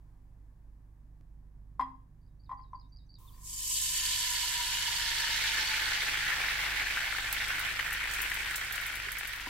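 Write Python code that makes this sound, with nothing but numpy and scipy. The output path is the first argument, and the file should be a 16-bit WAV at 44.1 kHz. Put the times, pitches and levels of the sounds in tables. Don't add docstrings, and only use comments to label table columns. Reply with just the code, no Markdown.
import sys
import numpy as np
from scipy import signal
from scipy.fft import rfft, irfft
from scipy.io import wavfile
from scipy.ndimage import uniform_filter1d

SR = 44100
rng = np.random.default_rng(int(sys.argv[2]) if len(sys.argv) > 2 else 0)


def gain_from_db(level_db):
    decades = np.asarray(level_db, float) / 20
    return 10 ** decades


def store_pcm(level_fs):
    pcm = np.round(np.clip(level_fs, -1, 1) * 32767).astype(np.int16)
    wavfile.write(sys.argv[1], SR, np.atleast_2d(pcm).T)


N = 418509
T = np.arange(N) / SR
EDGE_HZ = 15850

CUTS = (1.211, 3.186)
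# [f/Hz, likeness 0-1]
ROOM_LIKENESS = [(60, 0.93), (180, 1), (550, 0.47), (1650, 0.08), (4970, 0.28), (15000, 0.31)]
# [t/s, bare share of the pan, bubble unevenness/dB, wall tuning factor]
COVER = [(3.3, 1.2, 2, 1.05), (3.7, 1.4, 1.5, 1.015), (4.5, 1.1, 1.7, 0.99), (5.5, 0.73, 2, 0.99),
         (6.5, 0.35, 2, 1.01), (7.5, 0.42, 3, 1.01), (9.49, 0.36, 3, 1.05)]


def evened(x):
    return x / np.sqrt(np.mean(x ** 2) + 1e-20)


def read(points, hz):
    f, value = np.transpose(points)
    return np.interp(np.log(hz + 1), np.log(f + 1), value)


def follow(rows, t):
    s, *columns = np.transpose(rows)
    return [np.interp(t, s, c) for c in columns]


def add(mix, s, sound, pan_db):
    part = mix[:, round(s * SR):][:, :sound.shape[-1]]
    part += gain_from_db(np.array([[pan_db / 2], [-pan_db / 2]])) * sound[..., :part.shape[1]]


def slow(rate_hz, size):
    width = max(int(SR / rate_hz), 1)
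    noise = rng.standard_normal(size)
    return evened(uniform_filter1d(uniform_filter1d(noise, width), width))


def share(points, hz):
    gain = gain_from_db(read(points, hz)) * (hz < EDGE_HZ)
    return gain / np.sqrt(np.mean(gain ** 2))


def shaped(pair, gain, likeness, size, lead=((1, 0), (2, 0))):
    overlap = size * 3 // 4
    hz, t, z = signal.stft(pair, SR, nperseg=size, noverlap=overlap)
    like = np.clip(read(likeness, hz), -1, 1)[:, None]
    delay = np.exp(-1j * read(lead, hz))[:, None]
    right = like * delay * z[0] + np.sqrt(1 - like ** 2) * z[1]
    coloured = np.array([z[0], right]) * gain(hz[:, None], t)
    return signal.istft(coloured, SR, nperseg=size, noverlap=overlap)[1][:, :N]


def kitchen(x, t60, wet_db):
    t = np.arange(int(.6 * SR)) / SR
    sign = rng.choice([-1., 1.], (2, len(t)))
    taps = sign * (rng.random((2, len(t))) < .05) * (t > .004)
    tail = taps * gain_from_db(-60 * t / t60)
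    tail /= np.linalg.norm(tail[0])
    return x + gain_from_db(wet_db) * signal.fftconvolve(x, tail, axes=1)[:, :N]


def ringing(hz, cycles, glide):
    u = np.arange(int(5 * cycles * SR / hz)) * hz / SR
    tone = np.sin(2 * np.pi * u * (1 + glide * u / cycles))
    return tone * np.exp(-u / cycles) * (1 - np.exp(-3 * u))


def fridge():
    # [multiple of shaft speed, level/dB]
    orders = [(1, -4.5), (2, -0.5), (3, -21.5), (4, -10.5), (5, -21.5), (6, -15.5)]
    # [t/s, hum level/dB, rumble level/dB]
    loudness = [(0.0, -54, -63), (7.66, -50, -57), (7.9, -49.5, -57), (9.36, -53.5, -62), (9.49, -51, -58)]
    # [t/s, f/Hz]
    shaft = [(0, 25.0), (3.18, 25.0), (3.19, 24.85), (9.49, 24.9)]
    # [f/Hz, level/dB per Hz]
    rumble_colour = [(12, -32), (20, -3), (60, -2), (157, -9.5), (203, -18), (258, -17), (431, -33),
                     (500, -29), (650, -62), (1100, -120)]
    hum_db, rumble_db = follow(loudness, T)
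    turn = 2 * np.pi * np.cumsum(follow(shaft, T)[0]) / SR
    turn += 2.0 * np.searchsorted(CUTS, T)
    hum = sum(gain_from_db(db + 1.5 * slow(5, N)) * np.sin(k * turn + 6 * rng.random()) for k, db in orders)
    noise = rng.standard_normal((2, N))
    rumble = shaped(noise, lambda hz, t: share(rumble_colour, hz), ROOM_LIKENESS, size=4096)
    both = gain_from_db(hum_db) * evened(hum) + gain_from_db(rumble_db + 1.0) * rumble
    return both * gain_from_db(np.array([[-2.1], [1.7]]))


def room_tone():
    # [f/Hz, level/dB per Hz]
    air_colour = [(150, -30.5), (250, 1), (393, -19.5), (468, -17.5), (557, -13.5), (1040, -12.5),
                  (1350, -23), (1700, -18), (1950, -23), (2960, -32), (16000, -34.5)]
    # [t/s, level/dB]
    air_level = [(0.0, -75), (0.62, -76.5), (3.17, -78.5)]
    # [f/Hz, level/dB per Hz]
    oil_colour = [(180, -51), (300, -17), (392, -17), (870, -30), (978, 2), (1480, -34), (3580, -19),
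                  (5080, -23), (16000, -17.5)]

    def gain(hz, t):
        air = share(air_colour, hz) * gain_from_db(follow(air_level, t)[0] + 3.5)
        oil = share(oil_colour, hz) * gain_from_db(-63.8) * (t > CUTS[1])
        return np.hypot(air, oil)

    out = shaped(rng.standard_normal((2, N)), gain, ROOM_LIKENESS, size=512)
    for s, db, decay_samples in zip(CUTS, (-66, -55), (3., 6.)):
        add(out, s, gain_from_db(db) * np.exp(-np.arange(200) / decay_samples), -3.5)
    return out


def whistle(rows):
    t = np.arange(rows[0][0], rows[-1][0], 1 / SR)
    hz, db = follow(rows, t)
    level = gain_from_db(db + 3.0 * slow(300, len(t)))
    return level * np.sin(2 * np.pi * np.cumsum(hz + 60 * slow(250, len(t))) / SR)


def birds():
    # [t/s from its start, f/Hz, level/dB]
    phrase = [(-.03, 6000, -36), (-.025, 6230, -20), (-.018, 5770, -22), (-.01, 5500, -36),
              (-.002, 4180, -38), (.002, 4630, -2), (.012, 4660, -1), (.03, 4560, -11), (.038, 4600, -22),
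              (.043, 4700, 3), (.047, 4290, -27), (.051, 4870, 5.5), (.057, 5150, -17), (0.064, 4750, 3),
              (.069, 4070, -4.5), (.075, 3790, -13.5), (.115, 3800, -13), (.14, 3800, -30)]
    # [t/s, level/dB]
    song = [
        (2.2144, -81),
        (2.3944, -71),
        (2.572, -66),
        (2.7474, -64.5),
        (2.9204, -61),
        (3.091, -58.5),
    ]
    # [t/s, f/Hz, level/dB]
    lone = [
        [(3.265, 3300, -90), (3.278, 3650, -64), (3.288, 3600, -59), (3.298, 2950, -74), (3.306, 3250, -73),
         (3.327, 3550, -76), (3.333, 4650, -67), (3.35, 4600, -67), (3.375, 4700, -85)],
        [(3.24, 15200, -85), (3.254, 13500, -78), (3.268, 15300, -74), (3.275, 15400, -95), (3.295, 15300, -95),
         (3.3, 15000, -76), (3.308, 14000, -74), (3.325, 14250, -70), (3.345, 14200, -85)],
    ]
    early, late = np.zeros((2, N)), np.zeros((2, N))
    for (s, db), tune in zip(song, rng.uniform(0.98, 1.01, len(song))):
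        voice = whistle(np.array(phrase) * [1, tune, 1])
        add(early, s + phrase[0][0], gain_from_db(db) * voice, -1.5)
    for rows in lone:
        add(late, rows[0][0], whistle(rows), -1.2)
    return kitchen(early, 0.33, -6.5) * (T < CUTS[1]) + late


def spoon():
    # [t/s, peak level/dB, f/Hz]
    knocks = [
        (9.069, -46.5, 404),
        (9.471, -31.5, 976),
    ]
    out = np.zeros((2, N))
    for s, db, hz in knocks:
        add(out, s, gain_from_db(db) * ringing(hz, 4.2, 0), 0)
        add(out, s, gain_from_db(db - 7) * ringing(0.297 * hz, 1.9, 0), 0)
    return out


def cloves():
    # [f/Hz, level/dB, t60/s]
    modes = [(264, -27.5, 0.57), (813, -15, .15), (987, -2, 0.099), (1035, 3.5, .1), (1042, -15.5, 0.34),
             (1086, -4.5, 0.07), (1160, -16.5, .07), (1380, -25.5, 0.059), (1950, -19.5, 0.079),
             (2042, -23.5, .09), (3250, -27.5, .07), (4100, -34, 0.057), (4960, -31, .08)]
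    # [t/s, peak level/dB, overtone hardness/dB, left-right/dB]
    landings = [(1.797, -20, -26.5, 4), (1.811, -21, -22.5, 4), (1.831, -36, -26, 1), (1.883, -49, -23, 0),
                (1.908, -54, -28, 1.0), (2.495, -37.5, -24, 2), (2.516, -30.5, -28, 5.0),
                (2.534, -38.5, -33, 0), (2.564, -63, -22, 2), (2.594, -44.5, -26, 5.5),
                (2.643, -59, -18, 0), (2.734, -36, -33, 2.5)]
    # [f/Hz, level/dB per Hz]
    clatter_colour = [(760, -34), (1300, -4.5), (1980, -3.5), (2800, -19), (3210, -18.5), (5040, -26),
                      (5420, -30.5), (16000, -36.5)]
    t, out = np.arange(SR // 2) / SR, np.zeros((2, N))
    hz = np.fft.rfftfreq(len(t), 1 / SR)
    chance = rng.standard_normal((len(landings), len(modes) + len(t)))
    for (s, db, hard_db, pan_db), draw in zip(landings, chance):
        ring = np.zeros(len(t))
        for (f, mode_db, t60), vary in zip(modes, draw):
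            overtone_db = (f > 1500) * (hard_db + 21)
            level = gain_from_db(mode_db + 1.5 * vary - 60 * t / t60 + overtone_db)
            ring += level * np.sin(2 * np.pi * f * t)
        ring *= 1 - np.exp(-t / 0.004)
        noise = draw[len(modes):]
        clatter = irfft(rfft(noise) * share(clatter_colour, hz), len(t))
        clatter *= gain_from_db(hard_db - 2.5 - 60 * t / .07)
        add(out, s - .002, gain_from_db(db) * (ring / abs(ring).max() + clatter), pan_db)
    return kitchen(out, 0.33, -7)


def spits():
    # [t/s, peak level/dB, f/Hz, spray level/dB, left-right/dB]
    cracks = [(7.3267, -8.5, 12200, -21, -2), (7.4807, -25, 8910, -17, 0.5), (7.5261, -38, 7970, -16.5, -4),
              (7.5934, -23, 12900, -10, -5), (7.7027, -34, 7370, -16, -3), (7.8179, -40, 12400, -12, 3.0),
              (7.8578, -35, 7680, -14, 3), (7.9047, -32, 8110, -11, -2.5), (7.928, -18, 11000, -15, 0),
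              (8.0973, -35, 11900, -17, -3), (8.1123, -25, 6970, -14.5, -4),
              (8.1367, -23.5, 8150, -11.5, -6), (8.217, -15.5, 14300, -12, 4),
              (8.2993, -25, 12000, -17, -5), (8.3422, -22, 11100, -16, -0.5),
              (8.4201, -39, 7240, -15, -1.0), (8.4505, -39, 11500, -17, -3), (8.5079, -26, 8130, -13, -5),
              (8.5574, -19.5, 7430, -10.5, -3), (8.5762, -28, 12000, -12, 1), (8.6336, -38, 7170, -16, 1),
              (8.6465, -30, 8470, -14, -5), (8.6765, -38, 8920, -14, -1.0), (8.7239, -22, 12100, -10, -2.5),
              (8.756, -28, 7440, -9, 0.5), (8.8102, -31, 11800, -9, 0), (8.864, -23, 12000, -14, -4),
              (8.8805, -33, 7520, -14, -2.5), (8.9239, -31, 11300, -19, -4), (8.9533, -27, 11400, -9, 1.0),
              (9.1182, -19, 11600, -15.5, 1.0), (9.1659, -41, 10600, -17, 0.5),
              (9.1838, -23.5, 11500, -9, 3), (9.2726, -26, 12000, -9, 3.5), (9.3305, -31, 9920, -12, 1.0),
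              (9.3589, -29, 12700, -14, -1), (9.4053, -36, 6790, -10, -3), (9.475, -34, 11600, -14, -0.5)]
    out, t = np.zeros((2, N)), np.arange(3000) / SR
    for s, db, hz, spray_db, pan_db in cracks:
        add(out, s + .001, gain_from_db(db) * ringing(hz, 2.4, 0.016), pan_db)
        treble = signal.butter(2, 0.64 * hz, "high", fs=SR)
        spray = signal.lfilter(*treble, rng.standard_normal((2, 3000)))
        add(out, s + 0.0009, spray * gain_from_db(db + spray_db - 60 * t / 0.1), pan_db)
    return out


def big_bubbles():
    # [t/s, level/dB, f/Hz]
    plops = [(4.7507, -24, 2900), (5.1155, -30, 1660), (5.7157, -26, 2160), (5.7431, -21, 2200),
             (6.02, -20, 2140), (6.4166, -21, 2320), (6.4855, -23, 1940), (6.5883, -23, 1910),
             (6.698, -28, 1700), (6.7299, -30, 1860), (6.8376, -25, 1810), (6.9718, -22, 1450),
             (7.124, -31, 1800), (7.1484, -26, 1380), (7.4018, -25, 2150), (7.6005, -24.5, 1400),
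             (7.6768, -26, 1760), (7.7979, -19.5, 1850), (7.8266, -27, 1810), (7.8622, -23, 1800),
             (7.9017, -27, 1740), (7.9212, -23, 1820), (8.0723, -31, 1810), (8.1097, -28, 1880),
             (8.137, -30, 1830), (8.1916, -31, 1770), (8.4111, -42, 1910), (8.881, -30, 2260),
             (8.9808, -34, 1880), (9.1893, -31, 1820)]
    out = np.zeros((2, N))
    for s, db, hz in plops:
        add(out, s, gain_from_db(db + 0.5) * ringing(hz, 4.5, 0.029), .8)
    return out


def pan_base():
    # [t/s, level/dB, f/Hz, damping by the sauce 0-1]
    base = [(3.2, -69, 1035, 0), (3.5, -69.5, 1030, 0), (3.8, -60, 1023, 0.02), (4.15, -50.5, 997, 0),
            (4.6, -48, 968, 0.03), (5.1, -52, 948, 0.4), (5.6, -53, 900, 0.3), (6.1, -56.5, 846, 0.3),
            (7.0, -60.5, 824, .8)]
    db, hz, damping = follow(base, T)
    turn = np.exp(2j * np.pi * np.cumsum(hz) / SR)
    drive = rng.standard_normal((2, N))
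    drive[1] = 0.67 * drive[0] + 0.54 * drive[1]

    def resonance(width_hz):
        pole = [1, -np.exp(-np.pi * width_hz / SR)]
        moved = signal.lfilter([1], np.convolve(pole, pole), drive / turn)
        return evened((turn * moved).real)

    blur = np.clip(damping, 0, 1)
    gate = np.clip((T - CUTS[1]) / .03, 0, 1) * np.clip((7.8 - T) / 0.44, 0, 1)
    return gain_from_db(db) * gate * (np.sqrt(1 - blur) * resonance(55) + np.sqrt(blur) * resonance(170))


def bursts(per_s, tail_ms):
    uneven_db = follow(COVER, T)[1]
    size = gain_from_db(uneven_db * np.minimum(rng.exponential(1, (2, N)), 6))
    size *= rng.random((2, N)) < per_s / SR
    size = 0.67 * size + 0.36 * size.mean(0)
    keep = np.exp(-1000 / (tail_ms * SR))
    power = signal.lfilter([1 - keep], [1, -keep], size ** 2)
    usual = uniform_filter1d(power, size=SR // 4) + 1e-9
    return rng.standard_normal((2, N)) * np.sqrt(power / usual)


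def boiling():
    # [t/s, fine steam level/dB, small bubbles level/dB, large bubbles level/dB]
    boil = [(3.34, -75, -75, -80), (3.41, -63, -96, -79), (3.46, -46.5, -61.5, -81), (3.72, -34, -44, -65),
            (4.01, -35.5, -38, -49), (5.58, -44, -34.5, -35.5), (6.44, -49, -40, -33.5),
            (7.31, -49.5, -43, -36), (7.33, -46, -40, -38.5), (7.36, -49.5, -41.5, -35),
            (8.03, -52.5, -46.5, -36), (8.15, -47.5, -44, -35.5), (9.49, -57.5, -49, -41.5)]
    # [f/Hz, level/dB per Hz]
    steam_colour = [(2500, -44), (5000, -6.5), (8000, 2.5), (10500, -5.5), (12500, -3.5), (15500, -19)]
    # [f/Hz, level/dB per Hz]
    small_colour = [(1500, -28.5), (2600, -4), (3300, 0.5), (4500, -2.5), (6000, -8.5), (9000, -24.5)]
    # [f/Hz, level/dB per Hz]
    large_colour = [(180, -30), (280, -20.5), (550, -21.5), (1000, -12), (1250, -10.5), (1450, -1.5),
                    (2300, -2), (2900, -8.5), (5000, -26.5)]
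    # [f/Hz, width/Hz, level/dB]
    wall = [(1450, 100, -0.5), (1760, 123, 9), (2150, 98, 6), (2978, 89, 8), (3930, 110, 1), (4535, 68, 12),
            (5260, 86, 9.5), (6270, 130, 6.5), (7030, 150, 8), (7860, 150, 3)]
    # [f/Hz, left-right/dB]
    lean_colour = [(60, -3.5), (180, 4), (550, -4), (1650, 0.5), (4970, -2), (15000, 1.5)]
    # [t/s, left-right/dB]
    drift = [(3.3, 1), (4.14, -1), (9.49, 1)]
    # [f/Hz, likeness 0-1]
    pan_likeness = [(250, .88), (700, 0.63), (1500, 0.48), (3000, 0.4), (7000, 0.32), (15000, 0.22)]
    # [f/Hz, phase/rad]
    left_lead = [(0, -0.5), (2500, -0.02), (4130, 0.78), (5600, -5), (7750, -2.5), (10200, -2.5),
                 (12500, 7), (16500, 11)]

    def layer(k, points, surge_db, per_s, tail_ms, size):
        def gain(hz, t):
            bare, _, tuning = follow(COVER, t)
            ring = sum(db * bare / (1 + (2 * (hz - f * tuning) / width) ** 2) for f, width, db in wall)
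            patches = uniform_filter1d(rng.standard_normal(ring.shape), size=9, axis=0)
            patches = uniform_filter1d(patches, size=10)
            surges = uniform_filter1d(rng.standard_normal(len(t)), size=5)
            lean = (read(lean_colour, hz) + follow(drift, t)[0]) * np.array([.5, -.5])[:, None, None]
            level = follow(boil, t)[k] + 1.18 * evened(patches) + surge_db * evened(surges)
            return share(points, hz) * gain_from_db(level + ring + lean) * (t > boil[0][0])

        return shaped(bursts(per_s, tail_ms), gain, pan_likeness, size, left_lead)

    steam = layer(0, steam_colour, 0.66, per_s=3000, tail_ms=1.2, size=512)
    small = layer(1, small_colour, 0.59, per_s=1500, tail_ms=1.9, size=1024)
    large = layer(2, large_colour, 0.44, per_s=900, tail_ms=2.25, size=1024)
    return steam + small + large


def scene():
    background = fridge() + room_tone() + birds()
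    return background + spoon() + cloves() + spits() + big_bubbles() + pan_base() + boiling()


def low_pass(x):
    return signal.sosfilt(signal.butter(12, 16840, fs=SR, output="sos"), x)


def record(dry):
    lowpass = signal.firwin(255, EDGE_HZ + 100, window=("kaiser", 7), fs=SR)
    limited = signal.oaconvolve(dry, lowpass[None], "same")
    return low_pass(limited)


dry = scene()
out = record(dry)
store_pcm(out)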